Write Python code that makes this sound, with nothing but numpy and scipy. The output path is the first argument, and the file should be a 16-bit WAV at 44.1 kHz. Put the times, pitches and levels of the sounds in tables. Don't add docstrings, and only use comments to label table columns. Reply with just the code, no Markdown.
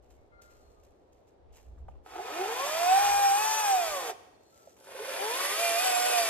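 import sys
import numpy as np
from scipy import signal
from scipy.fft import rfft, irfft, next_fast_len
from scipy.io import wavfile
from scipy.ndimage import uniform_filter1d

SR = 44100
rng = np.random.default_rng(int(sys.argv[2]) if len(sys.argv) > 2 else 0)


def wav_out(sig):
    wavfile.write(sys.argv[1], SR, np.round(np.clip(np.atleast_2d(sig).T, -1, 1) * 32767).astype(np.int16))


N = 277389
TIME = np.arange(N) / SR
SIZE = next_fast_len(N + SR // 2)
BINS = np.maximum(np.arange(SIZE // 2 + 1) * SR / SIZE, 1)
HALVES = np.array([[.5], [-.5]])
WORKING_HZ = 700

# pitch_hz, likeness (0-1)
SAW_LIKENESS = [(150, 0.92), (350, 1), (700, 0.35), (1550, 1), (2200, 0.18), (5500, 0.88), (7800, 0.068),
                (9300, 1), (10500, 0.45), (12000, 1), (15000, 1)]


def from_db(db):
    return 10 ** (np.asarray(db) / 20)


def rms_one(x):
    return x / np.sqrt(np.mean(x ** 2) + 1e-20)


def level(rows):
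    rows = np.array(rows)
    outside = np.maximum(rows[0, 0] - TIME, TIME - rows[-1, 0]).clip(0)
    fade = np.exp(-(outside / 0.027) ** 2)
    return from_db(np.interp(TIME, rows[:, 0], rows[:, 1])) * fade


def at_hz(points, hz=BINS):
    points = np.array(points)
    return np.interp(np.log(hz), np.log(points[:, 0]), points[:, 1])


def drift(rate_hz):
    step = 40
    pole = np.exp(-2 * np.pi * rate_hz * step / SR)
    white = rng.standard_normal(N // step + 2002)
    slow = signal.lfilter([1], [1, -2 * pole, pole * pole], white)[2000:]
    return np.interp(np.arange(N) / step, np.arange(len(slow)), rms_one(slow))


def resonance_db(modes, hz):
    return sum(db / (1 + (2 * (hz - centre) / width) ** 2) for centre, width, db in modes)


def noise_spectra(colour_db, likeness):
    alike = np.clip(at_hz(likeness), 0, .99)
    mid, side = rfft(rng.standard_normal((2, SIZE)))
    pair = np.sqrt(1 + alike) * mid + np.sqrt(1 - alike) * side * [[1], [-1]]
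    return pair * from_db(colour_db)


def unit_in_band(spectra, band):
    inside = spectra.mean(0)[(BINS > band[0]) & (BINS < band[1])]
    return irfft(spectra, SIZE)[:, :N] * SIZE / np.sqrt(2 * np.sum(abs(inside) ** 2))


def with_speed(link_hz, db_per_octave):
    return from_db(db_per_octave * np.log2(link_hz / WORKING_HZ))


def saw(speed, response, swing, shell, colour, bar, load, axis, tone_db, octave_db, ragged_db,
        whine_db, slow_whine_db, rattle_db, slow_rattle_db, hiss_db, hiss_db_per_octave,
        slack_db, slack_db_per_octave, slack_from_hz, motor_pan_db):
    creep_hz = 162
    smooth_speed = uniform_filter1d(np.interp(TIME, *np.transpose(speed)), size=SR // 30)
    link_hz = smooth_speed.clip(1) * (1 + .001 * drift(20))
    shaft = 2 * np.pi * np.cumsum(link_hz) / 6 / SR
    slowness = np.clip((WORKING_HZ - link_hz) / 350, 0, 1)

    tone = from_db(tone_db) * sprocket(response, swing, shaft, link_hz, slowness, octave_db, ragged_db)

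    motion = with_speed(link_hz, 7) / np.hypot(1, (creep_hz / link_hz) ** 2)
    lines = drive(shaft, link_hz, slowness, shell, axis)
    whine = from_db(whine_db + slow_whine_db * slowness) * motion * lines
    panned_whine = whine * from_db(motor_pan_db * HALVES)

    shaking = from_db(rattle_db + slow_rattle_db * slowness) * motion * load
    sliding = from_db(hiss_db) * with_speed(link_hz, hiss_db_per_octave)

    slack = slowness ** 2 * with_speed(link_hz, slack_db_per_octave)
    slack = slack / np.hypot(1, (slack_from_hz / link_hz) ** 2)
    clatter = slaps(shaft, link_hz, from_db(rattle_db + slack_db) * slack, bar)
    return tone + place(panned_whine + clatter) + chain(shaking, sliding, colour, shaft)


def sprocket(response, swing, shaft, link_hz, slowness, octave_db, ragged_db, waver_db=1.3, blur=0.03):
    seat_hz = 175
    out, swing = 0, np.array(swing)
    for k in (1, 2):
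        hz = k * link_hz
        ragged = (k - 1) / 2 + slowness
        pan_db, lead = at_hz(swing, hz), at_hz(swing[:, ::2], hz)
        gain_db = at_hz(response, hz) + (k - 2.5) * octave_db * slowness
        gain_db = gain_db + waver_db * drift(9.2) + ragged_db * ragged * drift(49)
        radiated = 1 / np.sqrt(1 + (240 / hz) ** 12)
        phase = 6 * k * shaft + blur * ragged * drift(45) + HALVES * lead
        out = out + from_db(gain_db + HALVES * pan_db) * radiated * np.sin(phase)
    seated = 1 / np.hypot(1, (seat_hz / link_hz) ** 8)
    return np.sqrt(2) * out * seated * with_speed(link_hz, 9)


def drive(shaft, link_hz, slowness, shell, axis, low_cut_hz=360, slow_treble_db=-20):
    orders = (3, 4, 5, 7, 8, 9, 10, 16, 18, 21, 24, 30, 36, 42, 48, 63)
    order_db = [(-15, -14.5, -16, -12, -12.5, -11.5, -12.5, -26, -10.5, -12, -13.5, -12, -13, -7, -13.5, -10),
                (-21, -12, -11.5, -38, -14.5, -29, -10.5, -14.5, -14.5, -7, -12, -28, -14, -9, -24, -7)]
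    out = 0
    for order, db in zip(orders, order_db[axis]):
        hz = order * link_hz / 6
        radiated = 1 / np.sqrt(1 + (low_cut_hz / hz) ** 8)
        slow_db = slow_treble_db * slowness * order / orders[-1]
        gain = from_db(db + resonance_db(shell, hz) + slow_db + 2 * drift(40)) * radiated
        phase = order * shaft + .3 * (hz / 1000) ** .25 * drift(40)
        in_step = (.85 + .36 * drift(9)) * np.sin(phase)
        quarter_off = .36 * drift(9) * np.cos(phase)
        out = out + gain * (in_step + quarter_off)
    return np.sqrt(2) * out


def chain(shaking, sliding, colour, shaft, pulse=0.042, flutter_db=1.0):
    # pitch_hz, width_hz, level_db
    housing = [(420, 120, 2), (1000, 150, 3), (1530, 160, 4), (1850, 150, 4), (2430, 280, 5.5),
               (3550, 350, 3), (4050, 250, -3), (4550, 250, 3), (9800, 1000, 3)]
    body_db = at_hz(colour) + resonance_db(housing, BINS)
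    spectra = noise_spectra(body_db, SAW_LIKENESS) * bearing() / (1 + (110 / BINS) ** 4)
    treble = 1 / (1 + (5000 / BINS) ** 4)
    rattle = unit_in_band(spectra * (1 - treble), (1000, 4000)) * shaking
    hiss = unit_in_band(spectra * treble, (6000, 14000)) * sliding
    links = np.cos(6 * shaft + drift(10))
    cutters = np.cos(3 * shaft + drift(10))
    pulses = 1 + pulse * (links + cutters)
    return ground_echo((rattle + hiss) * pulses * from_db(flutter_db * drift(29)))


def slaps(shaft, link_hz, strength, modes, uneven_db=0.5, low_cut_hz=335, soft_hz=2500):
    passing = np.diff(np.floor(6 * shaft / (2 * np.pi)), prepend=0)
    force = rms_one(from_db(uneven_db * drift(54) + 3.8 * rng.standard_normal(N)))
    hits = passing * rng.choice([-1, 1], N) * np.sqrt(SR / link_hz) * force
    ringing = sum(from_db(db) / (1 + 2j * centre / width * np.log(BINS / centre))
                  for centre, width, db in modes)
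    ringing = ringing / (1 + (low_cut_hz / BINS) ** 12) / (1 + 1j * BINS / soft_hz) ** 2
    ringing = ringing / np.sqrt(np.mean(abs(ringing) ** 2))
    return irfft(rfft(hits * strength, SIZE) * ringing, SIZE)[:N]


def bearing():
    # pitch_hz, left_minus_right_db
    balance = [(270, -1), (450, -3), (750, -3.5), (1000, 3.5), (1250, 4.5), (1900, -4.5), (2500, 0),
               (3500, -2), (9000, 0)]
    # pitch_hz, left_lead_rad
    phase_lead = [(100, 0.6), (520, 0.07), (820, 1.47), (1400, 0.56), (1850, -0.2), (2350, 1), (3200, 1),
                  (5200, 2.34), (6600, 2.75), (8000, 6.4), (9100, 9.09), (11400, 11.54), (12700, 12.2),
                  (14400, 15.7)]
    return from_db(HALVES * at_hz(balance)) * np.exp(1j * HALVES * at_hz(phase_lead))


def place(x):
    return irfft(rfft(x, SIZE) * bearing(), SIZE)[:, :N]


def ground_echo(x, delay_s=.0027, sway=0.055, echo_db=-8):
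    late = TIME - delay_s * (1 + sway * drift(1.17))
    echo = np.array([np.interp(late, TIME, side) for side in x])
    return (x + from_db(echo_db) * echo) / np.hypot(1, from_db(echo_db))


def knocks(crack_db=-20):
    # start_s,
    # resonance_peak_db, pitch_hz, width_hz, t60_s
    blows = [(1.882, -48, 1080, 350, 0.035), (1.883, -39.5, 725, 220, 0.025),
             (1.777, -62, 1190, 430, 0.059), (1.954, -56, 890, 330, 0.054), (2.150, -38, 760, 110, 0.037),
             (2.188, -31, 740, 91, 0.13), (4.088, -33, 685, 69, 0.028), (4.09, -44.5, 375, 89.5, 0.14),
             (4.672, -41.5, 597, 219, 0.034), (4.843, -53, 1190, 440, 0.033), (4.883, -45, 710, 350, .06),
             (4.942, -38.5, 505, 150, .14), (4.993, -41, 426, 60, 0.15), (5.078, -32, 555, 70, 0.059),
             (5.395, -30.5, 1070, 390, 0.21)]
    out = np.zeros(N + SR)
    age = TIME[:SR // 5]
    for s, db, hz, width, t60 in blows:
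        burst = rng.standard_normal(len(age)) * from_db(-60 * age / t60)
        edges = hz * np.exp(np.array([-.5, .5]) * width / hz)
        body = signal.sosfilt(signal.butter(2, edges, "band", fs=SR, output="sos"), burst)
        crack = signal.sosfilt(signal.butter(1, [hz, 4 * hz], "band", fs=SR, output="sos"), burst)
        start = round(s * SR)
        out[start:start + len(age)] += from_db(db) * (body / abs(body).max() + from_db(crack_db) * crack)
    return place(out[:N])


def litter(attack_s=0.008, grain_db=3.0, snap_db=5.5):
    # start_s, needles_db, twigs_db, t60_s
    steps = [(0.02, -83, -85, 1.1), (0.1, -77, -78, 0.27), (0.413, -64.5, -77, 0.26),
             (0.497, -76, -80, 1.7), (0.83, -76, -79, 0.19), (1.12, -84, -84, 0.45), (1.27, -80, -80, 0.21),
             (1.522, -72.5, -85, 0.68), (1.555, -70, -74, 0.18), (1.779, -82, -88, 0.1),
             (1.88, -83, -73, 0.26), (1.952, -90, -76, 0.08), (4.764, -68, -56, 0.064),
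             (4.8, -53, -72, 0.024), (4.84, -55, -66, 0.046)]
    # time_s, level_db
    drag = [(4.2, -81), (4.3, -100), (4.43, -82), (4.57, -72), (4.73, -73), (4.82, -88)]
    # time_s, level_db
    brush = [(1.51, -84), (1.55, -74), (1.61, -78), (1.645, -90)]
    # pitch_hz, density_db
    needle_colour = [(1800, 6), (2800, 3), (4500, 2.5), (6500, 8.5), (9000, 1.5), (12000, -3.5), (15000, 3)]
    # pitch_hz, density_db
    twig_colour = [(900, 16), (1700, 0), (2700, 10), (3700, -4), (4500, -16), (9000, -21)]
    fine, coarse = level(drag), level(brush)
    for s, needles_db, twigs_db, t60 in steps:
        age = np.clip(TIME - s, 0, None)
        press = np.minimum(age / attack_s, 1) * from_db(-60 * age / t60)
        fine = fine + from_db(needles_db) * press
        coarse = coarse + from_db(twigs_db) * press
    needles = noise_spectra(at_hz(needle_colour), SAW_LIKENESS) * bearing() / (1 + (1500 / BINS) ** 4)
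    twigs = noise_spectra(at_hz(twig_colour), SAW_LIKENESS) * bearing() / (1 + (700 / BINS) ** 4)
    crackle = unit_in_band(needles, (4000, 14000)) * fine * from_db(grain_db * drift(200))
    crunch = unit_in_band(twigs, (1000, 5000)) * coarse * rms_one(from_db(snap_db * drift(170)))
    return crackle + crunch


def trees(x, t60=0.9, dull_hz=5000):
    age = TIME[:SR // 2]
    sparse = (rng.random((2, len(age))) < .03) * (age > .006)
    echoes = rng.standard_normal((2, len(age))) * sparse * from_db(-60 * age / t60)
    echoes /= np.sqrt(np.sum(echoes ** 2, axis=1, keepdims=True))
    dulling = 1 / (1 + 1j * BINS / dull_hz)
    return irfft(rfft(x, SIZE) * rfft(echoes, SIZE) * dulling, SIZE)[:, :N]


def far_calls(rise_s=0.012):
    # start_s, pitch_hz, level_db, hold_s, t60_s
    notes = [(.16, 2170, -76, .06, .8), (.31, 1185, -67, .04, .6), (.36, 1220, -70.5, .42, 1.2),
             (.315, 1396, -59, .15, .7), (.315, 2094, -66, .06, .9), (.33, 4190, -79, .06, .5),
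             (.47, 4290, -76, .18, 1.2), (4.34, 4290, -75, .16, .6), (4.52, 1335, -64, .1, 1.8)]
    out = 0
    for s, hz, db, hold, t60 in notes:
        age = np.clip(TIME - s, 0, None)
        tone = np.sin(2 * np.pi * hz * age + .5 * drift(45)) * from_db(2.5 * drift(25))
        decay_db = -60 * np.clip(age - hold, 0, None) / t60
        out = out + np.minimum(age / rise_s, 1) * from_db(db + decay_db) * tone
    return out * np.array([[1], [-.4]])


def air(unrest_db=4.0):
    # pitch_hz, density_db
    murmur_colour = [(60, 11), (150, -11), (250, -7.5), (420, -0.5), (700, -4), (1000, -14.5),
                     (1600, -23.5), (2700, -30.5), (4000, -32), (6000, -39), (10000, -48), (15000, -69)]
    # pitch_hz, density_db
    wind_colour = [(20, -6), (40, -2.5), (65, 7), (100, -12.5), (160, -18), (400, -43)]
    # pitch_hz, likeness (0-1)
    likeness = [(60, 0.4), (300, 0.78), (600, 0.05), (2000, 0.026), (10000, .1)]
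    # centre_s, peak_db, half_length_s
    gust_rows = [(0.155, -63.5, .14), (0.624, -65.5, 0.19), (1.507, -60, 0.11), (1.7, -54, 0.065),
                 (1.827, -49, 0.072), (1.93, -51, 0.085), (2.153, -60, 0.036), (3.15, -56, 0.15),
                 (3.903, -60, 0.048)]
    murmur = noise_spectra(at_hz(murmur_colour), likeness) / (1 + (85 / BINS) ** 6)
    wind = noise_spectra(at_hz(wind_colour), likeness) / (1 + (BINS / 400) ** 2)
    breeze = from_db(-67.5 - 4.5 * TIME + unrest_db * drift(8.1))
    gusts = sum(from_db(db) * np.exp(-((TIME - s) / half) ** 2) for s, db, half in gust_rows)
    forest = from_db(-64.5) * unit_in_band(murmur, (200, 4000))
    return forest + np.hypot(breeze, gusts) * unit_in_band(wind, (25, 150))


def scene():
    # time_s, link_rate_hz
    speed_1, speed_2 = [(2.02, 0), (2.07, 105), (2.2, 185), (2.4, 364), (2.68, 594), (2.83, 696),
                        (3.02, 816), (3.22, 806), (3.32, 786), (3.42, 860), (3.58, 874), (3.7, 796),
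                        (3.85, 663), (3.95, 574), (4.14, 410)], [(4.74, 0), (4.8, 55), (4.87, 100), (5.02, 224), (5.21, 390),
                                         (5.29, 452), (5.38, 540), (5.51, 592), (5.62, 690), (5.75, 676),
                                         (5.86, 756), (5.96, 713), (6.09, 737), (6.29, 656)]
    # pitch_hz, level_db
    response_1, response_2 = [(260, -51), (320, -32.5), (380, -27), (440, -34.5), (478, -31.5),
                              (520, -45.5), (560, -34), (610, -40), (685, -32), (755, -22), (790, -25.5),
                              (820, -29), (870, -36.5), (950, -48.5), (1100, -36.5), (1220, -42.5),
                              (1450, -50), (1620, -48.5), (1760, -47.5)], [(300, -76), (400, -26), (455, -22), (525, -40),
                                                  (570, -35.5), (610, -50), (665, -34), (690, -30.5),
                                                  (730, -30.5), (760, -24), (830, -28.5), (970, -31.5),
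                                                  (1130, -41), (1220, -40), (1390, -49.5), (1460, -42.5)]
    # pitch_hz, left_minus_right_db, left_lead_rad
    swing_1, swing_2 = [(400, 0.5, 0), (546, -6, 0.31), (630, -6, .8), (700, -4.5, 1.15), (795, -0.5, 1.48),
                        (864, 2, 1.6), (864, 4.5, 1.2), (1000, 4, 1), (1800, -2.5, 0)], [(410, 0, .1), (540, -4, .2), (580, -9, 0.78), (696, -3, 0.31),
                                         (704, -11, 2.15), (729, -6.5, 1.95), (760, 8.5, 2.84),
                                         (890, 3, 1.5), (1460, -1, .1)]
    # pitch_hz, width_hz, level_db
    shell_1, shell_2 = [(750, 70, 8), (1090, 120, 3), (1570, 130, 5), (2500, 350, 6.5), (4100, 900, -4),
                        (6100, 600, 6)], [(430, 60, 5), (750, 70, 6), (980, 90, 5), (1540, 120, 7),
                                         (1900, 200, 1.5), (2480, 350, 7), (3550, 250, 8), (4100, 900, -4)]
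    # pitch_hz, density_db
    colour_1, colour_2 = [(200, -11), (280, -15.5), (400, -1.5), (560, -2.5), (800, 12), (1100, 5),
                          (1500, 1.5), (2100, 1.5), (3000, 1), (4200, -2.5), (6000, 1), (7800, -3.5),
                          (9500, -4), (13000, -6.5)], [(200, -20), (280, -3), (400, 0), (560, 10), (1100, 8),
                                            (1500, 4.5), (2100, 5), (3000, 2.5), (4200, -5), (6000, -8.5),
                                            (7800, -16), (9700, -8.5), (12000, -16.5), (14000, -19.5)]
    # pitch_hz, width_hz, level_db
    bar_1, bar_2 = [(390, 23, -3), (457, 58, 4), (751, 15, 16), (834, 38, 11), (1140, 30, -23),
                    (1260, 46, 5.5), (1910, 23, -23), (2325, 31, -29)], [(409, 20, 6.5), (544, 42, 8.5), (866, 28, 6.5), (1490, 64, 0.5),
                                   (1900, 62, -16), (2350, 43, -22), (2440, 58, -28)]

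    through_s, free_s, free_db = 3.1, 0.016, -3.5
    freed = from_db(free_db * np.clip((TIME - through_s) / free_s, 0, 1))
    first = saw(speed_1, response_1, swing_1, shell_1, colour_1, bar_1, freed, axis=0,
                tone_db=1.0, octave_db=3.0, ragged_db=2.0, whine_db=-40.5, slow_whine_db=1,
                rattle_db=-39.0, slow_rattle_db=2.5, hiss_db=-44.5, hiss_db_per_octave=10.0,
                slack_db=8.0, slack_db_per_octave=6.5, slack_from_hz=85, motor_pan_db=2.5)
    second = saw(speed_2, response_2, swing_2, shell_2, colour_2, bar_2, np.ones(N), axis=1,
                 tone_db=-0.9, octave_db=6.0, ragged_db=0.1, whine_db=-39.0, slow_whine_db=-4.5,
                 rattle_db=-39.0, slow_rattle_db=3.5, hiss_db=-38.5, hiss_db_per_octave=9.5,
                 slack_db=-0.5, slack_db_per_octave=2.5, slack_from_hz=157, motor_pan_db=0.5)
    brake_s, brake_db_per_s = 4.105, 600
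    braked = from_db(-brake_db_per_s * np.clip(TIME - brake_s, 0, 1))
    near = braked * first + second + knocks() + litter()
    return near + from_db(-12.5) * trees(near) + far_calls() + air()


def record(dry):
    cutoff_hz = 15500
    return signal.sosfilt(signal.ellip(10, .2, 80, cutoff_hz, fs=SR, output="sos"), dry)


dry = scene()
out = record(dry)
wav_out(out)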